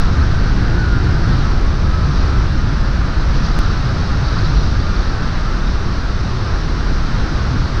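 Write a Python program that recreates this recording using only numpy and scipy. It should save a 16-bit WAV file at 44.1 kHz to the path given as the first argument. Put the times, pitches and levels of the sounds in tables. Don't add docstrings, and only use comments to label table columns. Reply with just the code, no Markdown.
import sys
import numpy as np
from scipy import signal
from scipy.io import wavfile
from scipy.ndimage import uniform_filter1d

SR = 44100
rng = np.random.default_rng(int(sys.argv[2]) if len(sys.argv) > 2 else 0)


def output_pcm(signal):
    pcm = np.clip(np.atleast_2d(signal).T, -1, 1) * 32767
    wavfile.write(sys.argv[1], SR, np.round(pcm).astype(np.int16))


def elevation(decibels):
    levels = np.asarray(decibels, float)
    return 10 ** (levels / 20)


N = 343980
HZ = np.fft.rfftfreq(2048, 1 / SR)
FRAME_S = np.arange(N // 512 + 5) * 512 / SR

# time in seconds, buffeting control in dB, control of the air over the
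# frame in dB, centre of the loudest pipe modes in Hz, quick eddies above the buffeting in dB.
WIND = [(0.0, -10, -28, 1290, -7.5), (0.17, -11, -28.5, 1350, -1.5), (0.5, -12.5, -28.5, 1440, -3.5),
        (0.85, -13, -29.5, 1420, -4.5), (1.3, -12, -28, 1400, -1), (1.78, -13, -31, 1240, -6),
        (2.35, -13, -28, 1286, 0), (2.54, -15, -31, 1350, -4), (3.43, -13.5, -29, 1340, -6),
        (3.7, -13.5, -29.5, 1340, -4.5), (4.0, -17.5, -28.5, 1315, -1), (4.4, -14, -28.5, 1325, -2.5),
        (4.8, -12.5, -30, 1360, -4.5), (5.0, -15.5, -30, 1350, -7), (5.34, -19, -28.5, 1356, -4.5),
        (5.41, -19.5, -29, 1350, -6), (5.54, -16.5, -29.5, 1330, -9), (5.91, -17.5, -31, 1250, -2.5),
        (6.04, -18.5, -31, 1430, -7.5), (6.26, -16.5, -30.5, 1253, -4), (6.56, -19.5, -29, 1310, -6),
        (6.67, -18, -30.5, 1280, -3.5), (7.04, -14.5, -29.5, 1320, -7), (7.08, -16, -29.5, 1380, -7.5),
        (7.36, -15.5, -28, 1314, -4), (7.65, -16, -30, 1325, -2.5), (7.67, -23, -29, 1290, -4),
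        (7.8, -15, -28, 1255, -4)]
MEAN_BUFFET_DB, MEAN_AIR_DB = -14, -29

# level in dB in mean wind, dB gained per dB of its wind control.
THUMP_LAW, EDDY_LAW, FLUTTER_LAW = (-18.5, 1.1), (-12.5, 0.71), (-25.5, 0.26)
ROAR_LAW, SONG_LAW, HISS_LAW = (-31, 0.56), (-31.5, 0.9), (-38, 0.27)

# frequency in Hz, relative density in dB per Hz.
THUMP_SPECTRUM = [(8, -30), (14, -6.5), (30, -2), (42, -5.5), (60, -13.5), (90, -55)]
EDDY_SPECTRUM = [(30, -23), (45, 0.5), (95, -2), (130, -5.5), (190, -20), (300, -43.5)]
# middle in seconds, change of the thumps in dB.
BLOWS = [(.09, 0), (.63, -8), (.93, 8), (1.4, -1), (1.58, -2), (1.77, -3), (2.28, 4), (2.39, 8),
         (2.58, 11.5), (2.8, 3), (2.89, 0), (3.17, 12.5), (3.6, 3.5), (4.58, 10.5), (5.26, 5.5), (6.54, 10),
         (7.04, 3), (7.34, 2.5), (7.6, 9)]
BLOW_S = 0.016
SIZE_SWING_DB, SIZE_PER_S = 2, 7

# frequency in Hz, relative density in dB per Hz.
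ROAR_SPECTRUM = [(250, -24), (430, -4.5), (560, -2.5), (900, -3.5), (1300, -9), (1700, -6), (2100, -10.5),
                 (3100, -17), (5000, -25), (6500, -34.5), (8200, -37.5), (10000, -49.5), (12500, -64),
                 (12900, -86)]
FLUTTER_SPECTRUM = [(90, -12.5), (150, 2), (200, -0.5), (260, -4), (325, -4.5), (430, -11.5), (600, -26.5)]
# middle in seconds, half length in seconds, change in dB.
FLUTTER_SWELLS = [(.85, 0.29, 3), (3.1, 0.34, -0.5), (7.5, .4, 0.5)]

# centre in Hz, width at half amplitude in Hz, peak in dB.
TUBE_MODES = [(884, 77, -13), (1004, 44, 0), (1107, 30.6, 3), (1213, 54, 0), (1316, 52, -1.5),
              (1409.4, 47, -1), (1521, 64, -0.5), (1626, 40, 0.5), (1741, 61, -2), (1873, 63, -1),
              (2040, 32, -1.5)]
SONG_HALF_WIDTH_HZ = 284
# middle in seconds, half length in seconds, change of the song in dB.
TUBE_GUSTS = [(1.1, 0.043, -1), (1.33, 0.14, 0.5), (3.66, 0.078, 2.5), (4.38, 0.074, 1.5), (5.9, 0.11, 2),
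              (6.3, .04, 0)]

# frequency in Hz, relative density in dB per Hz.
HISS_SPECTRUM = [(2400, -11), (3300, -8), (3850, -1.5), (4600, -2), (5700, -5.5), (6500, -15), (7100, -31),
                 (9000, -46.5)]
# middle in seconds, half length in seconds, lift of the hiss in dB.
PORT_GUSTS = [(.1, 0.3, 1.5), (1.4, 0.093, 2), (2.2, 0.092, 3), (3.365, 0.018, 5), (3.46, 0.023, 5.5),
              (3.62, 0.1, 1.5), (3.8, 0.43, 1.5), (4.42, 0.28, 2), (4.9, 0.6, 1.5), (7, 1, 1.5)]

# start in seconds, length in seconds, first Hz, last Hz, rms level in dB.
WHISTLES = [(0.198, 0.2, 1540, 1518, -43), (.2, 0.15, 1325, 1317, -39), (0.414, 0.33, 1415, 1453, -40),
            (.4, 0.28, 1200, 1220, -45), (0.775, 0.25, 1505, 1376, -30.5), (0.853, 0.11, 1220, 1225, -39),
            (1.064, 0.21, 1525, 1544, -42), (1.185, .07, 1410, 1430, -38), (1.43, 0.052, 1305, 1285, -35),
            (1.065, 0.046, 1400, 1428, -32), (1.495, 0.14, 1115, 1120, -42.5),
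            (4.79, 0.13, 1212, 1202, -38.5), (4.96, 0.22, 1305, 1320, -36.5), (5.37, 0.11, 1240, 1215, -38),
            (5.449, 0.13, 1340, 1310, -36), (1.335, 0.24, 1292, 1302, -40),
            (1.837, 0.27, 1280, 1303, -34.5), (2.283, 0.15, 1317, 1320, -40),
            (3.166, 0.35, 1316, 1295, -41), (3.607, 0.11, 1330, 1311, -38)]
WHISTLE_EDGE_S, WHISTLE_BEND = 0.006, 0.85

# middle in seconds, peak in dB, middle pitch in Hz.
CHIRPS = [(3.513, -31, 4750), (3.541, -32, 4100), (3.603, -34, 5100), (3.706, -29, 4540), (3.73, -38, 5400),
          (3.7718, -30, 4360), (3.812, -33, 3850), (3.852, -33, 5000), (4.467, -29, 3900),
          (4.498, -30, 4200), (4.632, -35, 3800), (4.68, -34, 4930), (4.801, -30, 4560),
          (4.2494, -33, 4440), (4.3244, -31, 4530), (4.3844, -26.5, 4420), (4.386, -33, 5000),
          (4.4438, -27, 4370), (4.566, -29, 4230), (4.6054, -29, 4280), (4.7944, -34, 4500),
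          (5.003, -29, 4460), (4.281, -32, 4550), (4.3562, -33, 4600), (4.4146, -29, 4270),
          (4.66, -34, 4500), (4.8282, -33, 4650), (4.9609, -33, 4560), (5.0726, -35, 4100),
          (5.095, -35, 4200)]
# middle in seconds, half length in seconds, most per second,
# mean peak in dB, mean pitch in Hz, half of the largest pitch offset in Hz.
TWITTER = (4.5, 1, 77, -41.5, 4243, 199.5)
CHIRP_S, CHIRP_RISE_HZ_PER_S = 0.0036, 50000

EDIT_S, EDIT_DB, EDIT_FADE_S = 3.59, -11, 0.0018
LOW_EDGE_HZ, HIGH_EDGE_HZ = 4, 12700


def evened(x):
    return x / np.sqrt(np.mean(x ** 2) + 1e-20)


def colour(points):
    hz, db = np.transpose(points)
    return elevation(np.interp(np.log(HZ + 1), np.log(hz + 1), db, -120, -120))[:, None]


def curve(table, column, s):
    rows = np.array(table)
    return np.interp(s, rows[:, 0], rows[:, column])


def follow(law, column):
    mean_db = (MEAN_BUFFET_DB, MEAN_AIR_DB)[column - 1]
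    level_db, gain = law
    return level_db + gain * (curve(WIND, column=column, s=np.arange(N) / SR) - mean_db)


def bumps(rows):
    t = np.arange(N) / SR
    return sum(db * np.exp(-((t - s) / half) ** 2) for s, half, db in rows)


def turbulence(shape, patchy_db, flicker_db, size=20):
    real, imaginary, patches = rng.standard_normal((len(FRAME_S), len(HZ), 3)).T
    patches = uniform_filter1d(patches, size=size, axis=0)
    patches = evened(uniform_filter1d(patches, size=6, axis=1))
    flicker = rng.standard_normal(len(FRAME_S))
    spectra = (real + 1j * imaginary) * shape * elevation(patchy_db * patches + flicker_db * flicker)
    return evened(signal.istft(spectra, nperseg=2048, noverlap=1536)[1][:N])


def lumps(spectrum, steady, span):
    x = turbulence(colour(spectrum), patchy_db=2.0, flicker_db=0, size=2)
    size = np.sqrt(abs(uniform_filter1d(x ** 2, span)) + 0.062)
    return evened(x / size ** np.clip(steady, 0, 1))


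def buffeting():
    span = round(SR / SIZE_PER_S)
    wander = uniform_filter1d(rng.standard_normal(N), span)
    size_db = SIZE_SWING_DB * evened(uniform_filter1d(wander, span // 2))
    blows_db = bumps([(s, BLOW_S, db) for s, db in BLOWS])
    quick_db = curve(WIND, column=4, s=np.arange(N) / SR)
    thump_db = follow(THUMP_LAW, column=1) + size_db + blows_db - 0.95 * quick_db
    eddy_db = follow(EDDY_LAW, column=1) + quick_db - 0.48 * (size_db + blows_db)
    thumps = lumps(THUMP_SPECTRUM, steady=1.0, span=3000) * elevation(thump_db)
    eddies = lumps(EDDY_SPECTRUM, steady=0.53, span=2500) * elevation(eddy_db)
    knee = elevation(-4.5)
    return knee * np.tanh((thumps + eddies) / knee)


def roar():
    broad = turbulence(colour(ROAR_SPECTRUM), patchy_db=.5, flicker_db=.1)
    broad = broad * elevation(follow(ROAR_LAW, column=2))
    flutter = lumps(FLUTTER_SPECTRUM, steady=0.09, span=1500)
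    return broad + flutter * elevation(follow(FLUTTER_LAW, column=1) + bumps(FLUTTER_SWELLS))


def tube_song():
    power = sum(elevation(2 * db) / (1 + (2 * (HZ - hz) / width) ** 2) ** 2 for hz, width, db in TUBE_MODES)
    offset_hz = HZ[:, None] - curve(WIND, column=3, s=FRAME_S)
    drive = 1 / (1 + (offset_hz / SONG_HALF_WIDTH_HZ) ** 2)
    song = turbulence(np.sqrt(power)[:, None] * drive, patchy_db=.5, flicker_db=.2)
    return song * elevation(follow(SONG_LAW, column=2) + bumps(TUBE_GUSTS))


def port_hiss():
    hiss = turbulence(colour(HISS_SPECTRUM), patchy_db=.7, flicker_db=.4)
    return hiss * elevation(follow(HISS_LAW, column=2) + bumps(PORT_GUSTS))


def whistle(start, length, first_hz, last_hz, db):
    s = np.arange(N) / SR - start
    waver = 1 + .003 * evened(uniform_filter1d(rng.standard_normal(N), size=900))
    hz = first_hz + (last_hz - first_hz) * np.clip(s / length, 0, 1) ** WHISTLE_BEND
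    gate = np.clip(np.minimum(s, length - s) / WHISTLE_EDGE_S, 0, 1)
    return np.sqrt(2) * elevation(db) * gate * np.sin(2 * np.pi * np.cumsum(hz * waver) / SR)


def chirps():
    out, t = np.zeros(N), np.arange(-800, 800) / SR
    middle, half, per_s, faint_db, faint_hz, spread_hz = TWITTER
    slot_s = .01
    slots = np.arange(.05, N / SR - .05, slot_s)
    chance, size, pitch = rng.random((len(slots), 3)).T
    taken = chance < slot_s * per_s * np.exp(-((slots - middle) / half) ** 2)
    peaks_db = faint_db + 6 * (size - .5)
    pitches_hz = faint_hz + 2 * spread_hz * (2 * pitch - 1)
    faint = np.transpose([slots, peaks_db, pitches_hz])[taken]
    for s, db, hz in [*CHIRPS, *faint]:
        phase = 2 * np.pi * np.cumsum(hz + CHIRP_RISE_HZ_PER_S * t) / SR
        burst = np.exp(-(t / CHIRP_S) ** 2) * np.sin(phase)
        first = round((s + CHIRP_S) * SR) - 800
        out[first:][:len(t)] += elevation(db) * burst
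    return out


def edit_click(sound):
    after = np.arange(N) / SR - EDIT_S
    near = np.exp(-abs(after) / EDIT_FADE_S)
    step = -elevation(EDIT_DB) * np.sign(after) * near
    return sound * (1 - near ** 2) + step


def scene():
    whistles = sum(whistle(*row) for row in WHISTLES)
    return (buffeting() + roar() + tube_song() + port_hiss() + whistles + chirps())[None]


def band_limit(x):
    return signal.sosfilt(signal.butter(12, 15880, fs=SR, output="sos"), x)


def record(dry):
    limited = signal.filtfilt(signal.firwin(255, HIGH_EDGE_HZ, fs=SR), 1, dry)
    limited = signal.lfilter(*signal.butter(1, LOW_EDGE_HZ, "high", fs=SR), limited)
    joined = edit_click(limited)
    return band_limit(joined)


dry = scene()
out = record(dry)
output_pcm(out)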